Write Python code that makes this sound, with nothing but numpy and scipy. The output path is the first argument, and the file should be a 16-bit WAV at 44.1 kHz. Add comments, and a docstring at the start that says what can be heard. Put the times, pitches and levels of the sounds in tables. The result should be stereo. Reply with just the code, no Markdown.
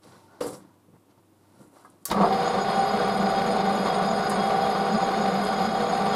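"""A geared lathe runs up to speed before two microphone ports in a small workshop: gear teeth sing on shaft
orders, noise rumbles and booms through the casing, and narrow noise bands whine and sing on top.
Beforehand hands rustle as shaped noise, a lever clunks as body modes, loose parts ping as dying tones
and a switch snaps as bright noise bursts. Room tone and a faint idle hum lie behind, and a sparse echo
places the blows in the shop."""
import sys
import numpy as np
from scipy import signal
from scipy.fft import rfft, irfft
from scipy.io import wavfile
from scipy.ndimage import uniform_filter1d

SR = 44100
rng = np.random.default_rng(int(sys.argv[2]) if len(sys.argv) > 2 else 0)


def to_wav(s):
    """Save 16-bit WAV."""
    ch = np.atleast_2d(s).T  # columns
    pcm = np.round(np.clip(ch, -1, 1) * 32767)  # PCM
    wavfile.write(sys.argv[1], SR, pcm.astype(np.int16))


N = 271215  # samples
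T, HZ = np.arange(N) / SR, np.fft.rfftfreq(N, 1 / SR)

SPINDLE_HZ, LAYSHAFT_HZ = 9.1233, 13.069  # turns a second at full speed
SWITCH_S, PULL_UP_S, PULL_UP_POWER = 2.1, 0.097, 1.55
LOAD_DB, PULL_DB, PULL_S, PULL_WIDE_S = 0.5, 3.5, 2.225, 0.075  # gear gain, extra while pulling up, when
THROB_HZ, THROB_DB, THROB_TOP_S = 3.32, 1, 4.09  # slow throb of the boom
EDGE_HZ = 16400  # recorder's upper edge

# tones of the spindle gears, before load and casing: [order of the shaft], [level/dB]
SPINDLE_ORDERS = [19, 27, 41, 43, 53, 55, 62, 75, 83, 86, 89, 95, 117, 118, 119, 129, 130, 131, 147, 159,
                  161, 163]
SPINDLE_DB = [-48, -51, -50, -47, -39, -49, -46, -48, -37.5, -31, -49, -52, -51, -49, -50, -50, -50, -51,
              -54, -47.5, -54, -55]
# tones of the layshaft gears, before load and casing: [order of the shaft], [level/dB]
LAYSHAFT_ORDERS = [27, 32, 34, 51, 72, 75, 112]
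LAYSHAFT_DB = [-52, -39, -51, -45, -53, -52, -52]
# motor slot and bearing tones at full speed, before load and casing: [f/Hz], [level/dB]
MOTOR_HZ = [298.6, 316.6, 612.4, 723.7, 1129, 1155.1, 1720.6, 1934.1, 2094.3, 2243.2]
MOTOR_DB = [-55, -54, -45, -43, -50, -47, -60, -62, -60, -62]
# relative colour of the rumble: [f/Hz, level/dB per Hz]
RUMBLE_COLOUR = [(12, -60), (20, -18.5), (97, -18.5), (199, -8.5), (302, -11.5), (398, -8.5), (620, -11),
                 (770, -7), (800, -9.5), (889, -10.5), (1170, -10.5), (2690, -24.5), (4950, -25),
                 (5850, -36.5), (11400, -36.5), (15000, -101)]
# casing resonances lifted out of the rumble: [f/Hz], [width/Hz, relative level/dB]
CASING_HZ = [152, 246, 385, 415, 570, 660, 714, 774, 838, 955, 1085, 1170, 1350, 1485, 1570, 1700, 1870,
             2420, 2905, 3293, 3585, 3684, 3792, 4045, 4332, 4912, 4975, 5370, 6360, 9800, 690, 745, 895,
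             1830, 2140]
CASING_SHAPE = [(26.8, 6.5), (10.1, -22.5), (30, 5), (19.1, 5.5), (50, 10), (21.7, 13), (18, 8.5),
                (15.3, 11), (12, 10.5), (31, 7.5), (40, -17), (125, 6), (30, 8.5), (60, 6), (60, 2.5),
                (59.7, -23), (95, -0.5), (120, 1.5), (40, 6), (35.3, 7.5), (40, 11), (50, 7.5), (39.7, 8.5),
                (39, 7), (155, 8.5), (39.8, 7.5), (101, 9.5), (74, 1.5), (80, 10.5), (231, -14), (12, 7),
                (30, 2), (30, 3), (30, 2.5), (200, 4)]
# start of the rumble, whose last level then holds: [t/s, level/dB]
RUMBLE_START = [(2.084, -39), (2.099, -40), (2.115, -19), (2.125, -23), (2.135, -29.5), (2.225, -29),
                (2.3, -30), (2.45, -29.5)]
# booming cabinet panels, before sharpening: [f/Hz], [width/Hz, relative level/dB]
PANEL_HZ = [199, 218]
PANEL_SHAPE = [(22.3, 9.5), (14.815, 4)]
# boom flaring in the pull-up, then wavering, before the throb: [t/s, level/dB]
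BOOM_LEVEL = [(2.1, -43), (2.125, -28), (2.151, -28), (2.225, -21), (2.27, -36), (2.3, -35), (2.36, -31),
              (2.5, -38.5), (2.81, -29), (2.87, -52), (2.92, -31.5), (3.16, -33), (3.22, -27),
              (3.33, -32.5), (3.48, -29.5), (4.87, -34), (4.96, -24.5), (4.99, -34.5), (5.35, -30.5),
              (6.15, -31.5)]
# gearbox walls, width before sharpening: [f/Hz, width/Hz, mid level/dB]
HOUSING = [(530, 30, -45), (664, 24, -40), (714, 18, -42), (742, 24, -44), (773, 18, -37.5)]
# whining thin parts, width before sharpening: [f/Hz], [width/Hz, mid level/dB]
WHINE_HZ = [6752, 6725, 9005, 11255, 14000]
WHINE_SHAPE = [(16, -54), (25, -60.5), (50, -54), (45, -59), (70, -69)]
# two thin parts ringing with the drive, width before sharpening: [f/Hz], [width/Hz]
SING_HZ = [3296, 4915]
SING_WIDE_HZ = [40, 50]
# surges of the two thin parts, before flutter: [t/s, lower tone level/dB, upper tone level/dB]
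SING_LEVEL = [(2.25, -63, -53), (2.48, -55, -48), (2.53, -45, -67), (2.63, -51, -47), (2.92, -45, -50),
              (2.97, -61.5, -43), (2.99, -53, -49), (3.93, -51, -50.5), (4.33, -63, -47),
              (4.36, -50.5, -53), (5.1, -59, -45.5), (5.13, -61, -63), (5.58, -52.5, -42.5),
              (5.91, -53, -55), (6.05, -62, -49.5), (6.15, -49, -56)]
# gear train chattering under the pull, before flutter: [t/s, level/dB]
GROWL_LEVEL = [(2.105, -57), (2.115, -27), (2.14, -29.5), (2.18, -27), (2.21, -27), (2.245, -21.5),
               (2.27, -28), (2.33, -59)]
# resonances of the chatter, before squaring: [f/Hz, width/Hz, relative level/dB]
GROWL_BODY = [(526, 330, -1), (737, 71, 1.5), (910, 100, 1), (1144, 100, 1.5), (1310, 150, -3.5)]
# blows on the machine body, before pan and echo: [t/s, peak level/dB, ring centre f/Hz]
KNOCKS = [(0.051, -43.5, 312), (0.126, -51, 295), (0.15, -49, 1000), (0.3, -56, 935), (0.4064, -29.5, 700),
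          (0.4105, -19, 480), (0.423, -27, 463), (0.4294, -28, 520), (0.444, -25, 514), (0.461, -21, 470),
          (0.472, -33, 560), (0.489, -34, 510), (0.505, -31, 500), (0.528, -31, 477), (0.53, -48, 127),
          (0.54, -35, 560), (0.6, -52, 950), (0.691, -57, 980), (0.884, -47.5, 218), (0.929, -47, 212),
          (1.179, -61, 216), (1.602, -43, 229), (1.63, -56, 361), (1.66, -49, 218), (1.73, -50, 450),
          (1.766, -47, 1000), (1.848, -38, 1120), (1.885, -56, 302), (1.938, -53, 250), (2.055, -41, 650),
          (2.088, -39, 298), (2.111, -31, 732), (2.12, -17, 840), (2.169, -20.5, 770), (2.205, -19, 540),
          (2.2463, -16, 700), (2.313, -21, 740)]
# ringing modes of the machine body: [f/Hz, relative level/dB, t60/s]
BODY = [(130, -27, 0.6), (171, -4.5, 0.25), (213, -3, 0.11), (298, -4.5, 0.15), (391, 11.5, 0.022),
        (458, 0.5, 0.059), (496.6, 1.5, 0.097), (544, -2, 0.044), (758, -9.5, 0.19), (897, -17, 0.069),
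        (972, -21, 0.4), (1040, -20.5, 0.39), (1106, 8, .022), (1163, -3.5, 0.086), (1261, -3, 0.092),
        (1525, -11, 0.097), (1632, -4, 0.085), (2050, -5, 0.04), (2300, -18, 0.033)]
# loose parts ringing on one note, before soft start, pan and echo: [t/s, level/dB, f/Hz, t60/s]
PINGS = [(0.125, -58, 1010, .3), (0.215, -58, 900, .5), (0.28, -61, 1400, .6), (0.3, -63, 1480, .6),
         (0.409, -22, 495, .05), (0.62, -60, 1000, .3), (0.408, -43, 1176, 0.081), (0.412, -40, 746, .07),
         (0.413, -32, 296, .3), (0.7, -58, 975, 0.22), (0.755, -58, 990, .12), (2.056, -35.5, 1136, 0.13),
         (2.243, -21, 1140, .09), (2.276, -16, 715, .06), (2.294, -20, 730, .03), (2.306, -17, 770, 0.099)]
# switch and small steel bits, before a common trim:
# [t/s, level/dB, t60/s, left-right difference/dB, centre f/Hz, loss below the centre/dB per octave]
TICKS = [(0.032, -55, 0.089, 0, 4000, 13), (0.407, -34, 0.05, 5, 3200, 13), (0.421, -39, .06, 1, 4900, 30),
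         (0.438, -45, 0.11, 1, 4900, 45), (0.469, -40, .06, 1, 9000, 20), (0.505, -50, .08, 1, 5000, 20),
         (0.522, -50, .08, 1, 5400, 20), (0.541, -48, 0.11, 1, 5300, 20), (1.853, -53, .03, 1, 9500, 28),
         (1.9, -50, .03, -.5, 10000, 25), (2.0532, -19, 0.045, 1.5, 12000, 7.5),
         (2.062, -37, 0.33, 1, 7000, 4), (2.101, -28, 0.045, 0, 3900, 16), (2.112, -22, 0.029, 1, 4000, 2),
         (2.116, -33, 0.054, -1, 7000, 2), (4.2965, -27, 0.02, 5, 10400, 22),
         (4.3015, -25, .02, 3, 8900, 18), (4.308, -38, .03, -1, 9000, 30),
         (5.4505, -33, 0.023, -0.5, 9000, 25)]
# relative colour shared by the ticks: [f/Hz, level/dB per Hz]
TICK_COLOUR = [(290, -42), (500, -26), (896, -8), (1170, -34), (1390, 15), (2560, -5), (5560, 3), (6060, 3),
               (11900, -0.5), (15700, -7), (16400, -48)]
# ringing of the ticking steel: [f/Hz, width/Hz, relative level/dB]
STEEL = [(3850, 80, 8), (4500, 60, 1), (4670, 140, 2), (5090, 80, -5), (5500, 80, 3), (6500, 80, 1),
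         (7670, 90, 1), (9950, 270, -3)]
# separate moves of the hands at the machine, levels before flutter: [start t/s, rise/s, hold/s, fade t60/s,
# thud level/dB, shuffle level/dB, steel scrape level/dB, cloth hiss level/dB]
MOVES = [(0.0, 0.036, 0.13, 0.75, -56.5, -56, -62.5, -64.5), (0.22, .11, 0.093, 0.36, -60, -56, -70, -79),
         (0.402, 0.0096, 0.014, 0.3, -57, -38, -44.5, -40.5),
         (0.453, 0.016, 0.0076, 0.27, -42, -43.5, -51, -41),
         (0.515, 0.017, 0.014, 0.2, -44, -48.5, -57, -48),
         (0.553, 0.017, 0.055, 0.64, -50.5, -60, -70, -86), (0.928, .01, 0.028, .08, -55, -62, -88, -82),
         (1.065, 0.037, .01, 0.17, -64, -63.5, -72, -83), (1.168, .01, .005, 0.15, -57, -64, -74, -88),
         (1.128, 0.42, 0.093, .3, -62, -63.5, -72, -72), (1.54, 0.069, 0.025, 0.45, -55, -61, -75, -64),
         (1.673, 0.088, 0.047, 0.59, -71, -56.5, -66.5, -64.5),
         (1.836, 0.016, 0.024, 1, -61, -65, -74, -74), (1.995, 0.027, .01, .1, -64, -72, -75, -70)]
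# relative colours of the hands, one list each for thud, shuffle, scrape, hiss: [f/Hz, level/dB per Hz]
HAND_COLOURS = [
    [(35, -66), (60, -32), (118, -0.5), (233, 3.5), (296, -2), (376, 0), (500, -35), (650, -31),
     (1100, -120)],
    [(240, -46), (400, 4), (486, -2.5), (602, 3.5), (913, 1.5), (2100, -12.5), (2730, -54), (4620, -120)],
    [(1120, -44), (1900, -2), (2250, -4), (2560, -5.5), (4620, -2), (7000, -11), (9100, -38), (15400, -120)],
    [(3530, -42), (6000, -16), (7510, -3.5), (9010, -7.0), (9820, -2.0), (13300, -14),
     (15400, -25)] + [(15700, -70)],
]
# tools and trays ringing along with the hands: [f/Hz, width/Hz, relative level/dB]
LOOSE = [(126, 4.2, 19), (174, 6.1, 10), (199.5, 11, 13), (298, 13, 17.5), (338, 14, 12), (565, 15, 5),
         (906, 14, 8.5), (935, 7.1, 9), (1060, 14, 6), (1125, 20, 8.5), (1385, 25, 11), (1485, 20, 10),
         (4030, 48, 4), (5950, 54, 5), (4740, 62, 1), (5600, 120, 5), (9900, 530, -16)]
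# relative colour of the room tone: [f/Hz, level/dB per Hz]
ROOM_COLOUR = [(18, -50), (30, -15), (48, -28), (90, -16), (177, -9.0), (315, 1.0), (442, -9.5),
               (1100, -13.0), (1670, -22.5), (4070, -27.5), (6020, -29.5), (11300, -25.5), (15400, -31),
               (15700, -70)]
ROOM_DB = -61.5
# idle electrical hum, level before slow wavering: [f/Hz, level/dB]
HUM = [(99, -69), (172, -82), (301, -79), (499, -82)]
# likeness of the two ports for the machine: [f/Hz, likeness 0 to 1]
MACHINE_SAME = [(60, 0.78), (130, 1), (290, 0.82), (640, 0.95), (1410, 0.61), (3100, 0.79), (6820, 0.5),
                (15000, 0.042)]
# likeness of the two ports for room and hands: [f/Hz, likeness 0 to 1]
ROOM_SAME = [(60, 0.88), (130, 0.94), (290, 0.81), (640, 0.72), (1410, 0.58), (3100, 0.53), (6820, 0.033),
             (15000, 0.097)]
# level of the left port over the right: [f/Hz, level/dB]
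LEAN = [(60, 2), (110, 0), (200, -1.5), (380, -1.5), (700, -2), (790, -2.5), (1290, -4.5), (2380, -2.5),
        (4400, -1), (8120, 2), (15000, -3)]
# phase of the left port ahead of the right: [f/Hz, phase/rad]
LEAD = [(100, 0.064), (800, -0.59), (1300, -0.066), (5000, -0.17), (9000, -1.5)]


def lathe():
    """Teeth, casing and panels sound together, most layers growing with the spindle speed."""
    speed = spindle_speed()
    colour = gain_of(read(RUMBLE_COLOUR, HZ))
    lift = humps([(hz, *shape) for hz, shape in zip(CASING_HZ, CASING_SHAPE)])
    out = gears(colour * np.hypot(1, lift)) + rumble(colour, lift, speed) + boom()
    return out + housing() * speed ** 3 + whining() * speed ** 4 + singing()


def spindle_speed():
    """Share of full speed; the speed still missing dies as a stretched exponential after the switch."""
    since = np.maximum(T - SWITCH_S, 0)
    return 1 - np.exp(-(since / PULL_UP_S) ** PULL_UP_POWER)


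def gears(casing):
    """Tooth and slot tones follow the speed; as they glide up, the casing colours their level."""
    spindle = SPINDLE_HZ * np.array(SPINDLE_ORDERS)
    layshaft = LAYSHAFT_HZ * np.array(LAYSHAFT_ORDERS)
    tone_hz = np.r_[spindle, layshaft, MOTOR_HZ]
    tone_db = np.r_[SPINDLE_DB, LAYSHAFT_DB, MOTOR_DB]
    speed = spindle_speed()
    shudder = 1 + 0.2478 * (1 - speed) * wobble(25.16)  # the drive judders until it is up to speed
    angle = 2 * np.pi * np.cumsum(speed * shudder) / SR
    at = np.arange(0, N / SR + 0.1, 0.07)  # chance points for swell and slip, s
    out = np.zeros((2, N))
    for hz, db in zip(tone_hz, tone_db):
        turn, side = rng.standard_normal(2)
        swell, slip = rng.standard_normal((2, len(at)))
        level = gain_of(db + 3.2 * np.interp(T, at, swell))
        phase = hz * angle + 2 * np.pi * (turn + 0.07 * np.interp(T, at, slip))
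        lift = np.interp(hz * speed, HZ, casing) / np.interp(hz, HZ, casing)
        size = level * lift ** 0.47
        lean = gain_of(read(LEAN, hz) / 2 + 0.3 * side)
        out[0] += size * lean * np.sin(phase + read(LEAD, hz))
        out[1] += size / lean * np.sin(phase)
    pull = PULL_DB * np.exp(-((T - PULL_S) / PULL_WIDE_S) ** 2)  # teeth press harder while pulling up
    return np.sqrt(2) * out * speed * gain_of(LOAD_DB + pull + 0.6 * wobble(7.0))


def rumble(colour, lift, speed):
    """Noise, a pattern repeating at the full-speed turn and sparse grit pass through the casing."""
    pattern = np.resize(rng.standard_normal(round(SR / SPINDLE_HZ)), N)  # worn teeth meet again
    repeat = rfft(pattern) * humps([(1230, 150, -3.0)]) ** 2
    sizes = gain_of(2.6 * np.minimum(rng.exponential(1, N), 4))
    struck = rng.random(N) < 450 / SR  # about 450 strikes a second
    flecks = evened(sizes * struck * rng.choice([-1., 1.], N))
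    # rough teeth and bearings strike unevenly
    grit = rfft(flecks) * humps([(2660, 3000, -6.5)]) * (HZ > 900)

    def through(gain):
        return ports((rfft(rng.standard_normal(N)) + repeat + grit) * gain, MACHINE_SAME)

    broad, ringing = through(colour), through(colour * lift)
    body = evened(broad + ringing * (0.4 + 0.6 * speed ** 3))  # the casing rings fully only at speed
    run = [*RUMBLE_START, (N / SR, RUMBLE_START[-1][1])]
    return body * curve(run, count=1) * gain_of(1.3 * wobble(39.0))


def boom():
    """Cabinet panels resonate in narrow low bands, partly evened out, with a slow throb."""
    panels = humps([(hz, *shape) for hz, shape in zip(PANEL_HZ, PANEL_SHAPE)])
    drone = steadied(noise(panels ** 1.8, MACHINE_SAME), 0.27)
    throb = gain_of(THROB_DB * np.cos(2 * np.pi * THROB_HZ * (T - THROB_TOP_S)))
    return drone * curve(BOOM_LEVEL, count=1) * throb


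def steadied(x, share):
    """Takes part of the chance swelling out of a narrow band, so the boom's level curve leads."""
    swell = np.sqrt(uniform_filter1d((x ** 2).mean(0), size=1800) + 0.029)
    return evened(x / swell ** np.clip(share, 0, 1))


def housing():
    """The gearbox walls hum roughly around the tooth tones and beat against them."""
    return sum(gain_of(db + 1.5 * wobble(6.0)) * noise(humps([(hz, width, 0)]) ** 2, MACHINE_SAME)
               for hz, width, db in HOUSING)


def whining():
    """Thin parts whine in narrow bands of noise, each breaking up on its own."""
    breakup_db = 3.5  # rms
    return sum(gain_of(db + breakup_db * wobble(10.3)) * noise(humps([(hz, width, 0)]) ** 1.13, MACHINE_SAME)
               for hz, (width, db) in zip(WHINE_HZ, WHINE_SHAPE))


def singing():
    """Two thin parts whistle as narrow fluttering noise whose level comes and goes."""
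    out = np.zeros((2, N))
    for column, (hz, width) in enumerate(zip(SING_HZ, SING_WIDE_HZ), start=1):
        level = curve(SING_LEVEL, count=column) * gain_of(2.9 * wobble(15.0))
        out += level * noise(humps([(hz, width, 0)]) ** 2, MACHINE_SAME)
    return out


def growl():
    """Rough resonant chatter while the motor drags the spindle up to speed."""
    level = curve(GROWL_LEVEL, count=1) * gain_of(3.0 * wobble(120))
    return level * noise(humps(GROWL_BODY) ** 2, MACHINE_SAME)


def knocks():
    """Every blow rings the same body modes, most those near its centre, each shaken by rough contact."""
    out, t = np.zeros(N + SR), T[:SR // 2]
    spread_db = 10  # loss per octave from the centre
    for s, db, centre_hz in KNOCKS:
        ring = np.zeros(len(t))
        for hz, mode_db, t60 in BODY:
            chance = rng.standard_normal(60)
            shake = 0.54 * np.interp(t / 0.0082, np.arange(60), chance - chance[0])  # rad, a point per 8.2 ms
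            off_centre = abs(np.log2(hz / centre_hz))
            level = gain_of(mode_db - spread_db * off_centre - 60 * t / t60)
            ring += level * np.sin(2 * np.pi * hz * t + shake)
        ring *= 1 - np.exp(-t / 0.0025)  # the blow builds over a few ms
        start = round(s * SR)
        out[start:start + len(t)] += gain_of(db) * ring / abs(ring).max()
    return tail(out[:N] * gain_of([[0.8], [-0.8]]), t60=0.36, wet_db=-10.0)


def pings():
    """Loose parts ring as dying tones with a soft start and a slight waver."""
    out, t = np.zeros(N + SR), T[:SR // 2]
    for s, db, hz, t60 in PINGS:
        waver = 0.67 * np.interp(t / 0.012, np.arange(60), rng.standard_normal(60))  # rad
        level = gain_of(db - 60 * t / t60) * (1 - np.exp(-t / 0.0027))
        start = round(s * SR)
        out[start:start + len(t)] += level * np.sin(2 * np.pi * hz * t + waver)
    return tail(out[:N] * gain_of([[0.6], [-0.6]]), t60=0.3, wet_db=-8)


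def ticks():
    """Switch and steel bits snap as short bright noise bursts coloured by steel resonances."""
    out, t = np.zeros((2, N + SR)), T[:4096]
    hz = np.fft.rfftfreq(len(t), 1 / SR)
    power = sum(gain_of(2 * db) / (1 + (2 * (hz - mode_hz) / width) ** 2) for mode_hz, width, db in STEEL)
    rings = np.sqrt(1 + power)
    for s, db, t60, pan_db, centre_hz, loss_db in TICKS:
        steepness = np.where(hz > centre_hz, 1.6, 1)  # highs fall off faster
        loss = loss_db * steepness * abs(np.log2((hz + 1) / centre_hz))
        colour = gain_of(read(TICK_COLOUR, hz) - loss)
        a, b = rng.standard_normal((2, len(t)))
        pair = np.array([a, 0.63 * a + b])  # partly alike at the two ports
        burst = evened(irfft(rfft(pair) * colour * rings)) * np.minimum(t / 0.0008, 1) ** 2
        pan = np.array([[pan_db / 2], [-pan_db / 2]])
        start = round(s * SR)
        out[:, start:start + len(t)] += burst * gain_of(db - 2.5 - 60 * t / t60 + pan)
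    return tail(out[:, :N], t60=0.18, wet_db=-7.5)


def hands():
    """Moving hands rustle as four colours of noise, with tools and trays ringing along."""
    out = np.zeros((2, N))
    for level, colour in zip(hand_levels(), HAND_COLOURS):
        rustle = noise(gain_of(read(colour, HZ)) * np.hypot(1, humps(LOOSE)), ROOM_SAME)
        out += level * rustle * gain_of(1.2 * wobble(80))
    return out


def hand_levels():
    """Each move rises, holds and fades; gains of the four colours over time."""
    power, t = np.zeros((len(HAND_COLOURS), N)), T[:SR]
    for start_s, rise, hold, t60, *dbs in MOVES:
        fade = gain_of(-60 * np.maximum(t - rise - hold, 0) / t60)
        shape = np.minimum(t / rise, 1) ** 2 * fade
        start = round(start_s * SR)
        power[:, start:start + SR] += (gain_of(dbs)[:, None] * shape) ** 2
    return np.sqrt(power)


def quiet_room():
    """Steady coloured room noise with faint, slowly wavering tones of an idle electrical hum."""
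    out = gain_of(ROOM_DB) * noise(gain_of(read(ROOM_COLOUR, HZ)), ROOM_SAME)
    for hz, db in HUM:
        out += gain_of(db + 2.6 * wobble(4.9)) * np.sqrt(2) * np.sin(2 * np.pi * hz * T)
    return out


def tail(x, t60, wet_db):
    """Adds the workshop's echo: sparse taps dying away, other ones on each side."""
    t = T[:SR // 2]
    chosen = rng.random((2, len(t))) < 0.06
    fade = gain_of(-60 * t / t60) * (t > 0.004)
    taps = rng.standard_normal((2, len(t))) * chosen * fade
    echo = signal.fftconvolve(x, taps / np.linalg.norm(taps[0]), axes=1)[:, :N]
    return x + gain_of(wet_db) * echo


def ports(a, same):
    """Spreads a spectrum over the two microphone ports; the unlike part is the room's scatter."""
    alike = np.clip(read(same, HZ), 0, 1)
    scatter = abs(a) * np.exp(2j * np.pi * rng.random(len(HZ)))
    left = a * gain_of(read(LEAN, HZ)) * np.exp(1j * read(LEAD, HZ))
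    right = alike * a + np.sqrt(1 - alike ** 2) * scatter
    return irfft(np.array([left, right]), N)


def noise(gain, same):
    """Two-port noise of a given colour, rms 1."""
    return evened(ports(rfft(rng.standard_normal(N)) * gain, same))


def wobble(per_s):
    """Slow chance, rms 1, weakening above per_s Hz."""
    return evened(irfft(rfft(rng.standard_normal(N)) / (1 + (HZ / per_s) ** 2), N))


def humps(modes):
    """Summed amplitude response of resonances, added as power."""
    return np.sqrt(sum(gain_of(2 * db) / (1 + (2 * (HZ - hz) / width) ** 2) for hz, width, db in modes))


def curve(rows, count):
    """Column number count as a gain over time, silent before the first row and after the last."""
    rows = np.asarray(rows)
    return gain_of(np.interp(T, rows[:, 0], rows[:, count], left=-150, right=-150))


def read(points, hz):
    """Reads a table between its points on a logarithmic frequency scale."""
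    f, value = np.transpose(points)
    return np.interp(np.log(hz + 1), np.log(f + 1), value)


def gain_of(db):
    """Amplitude factor of a level in dB."""
    return 10 ** (np.asarray(db) / 20)


def evened(x):
    """Scales a signal to rms 1."""
    return x / np.sqrt(np.mean(x ** 2) + 1e-20)


def scene():
    """The lathe and its chatter, the blows and snaps, the hands, then the room behind."""
    return lathe() + growl() + knocks() + pings() + ticks() + hands() + quiet_room()


def record(dry):
    """The band limit of the recorder: a linear-phase low-pass."""
    low_pass = signal.firwin(511, EDGE_HZ, window=("kaiser", 9), fs=SR)
    return signal.oaconvolve(dry, low_pass[None], "same")


dry = scene()
out = record(dry)
to_wav(out)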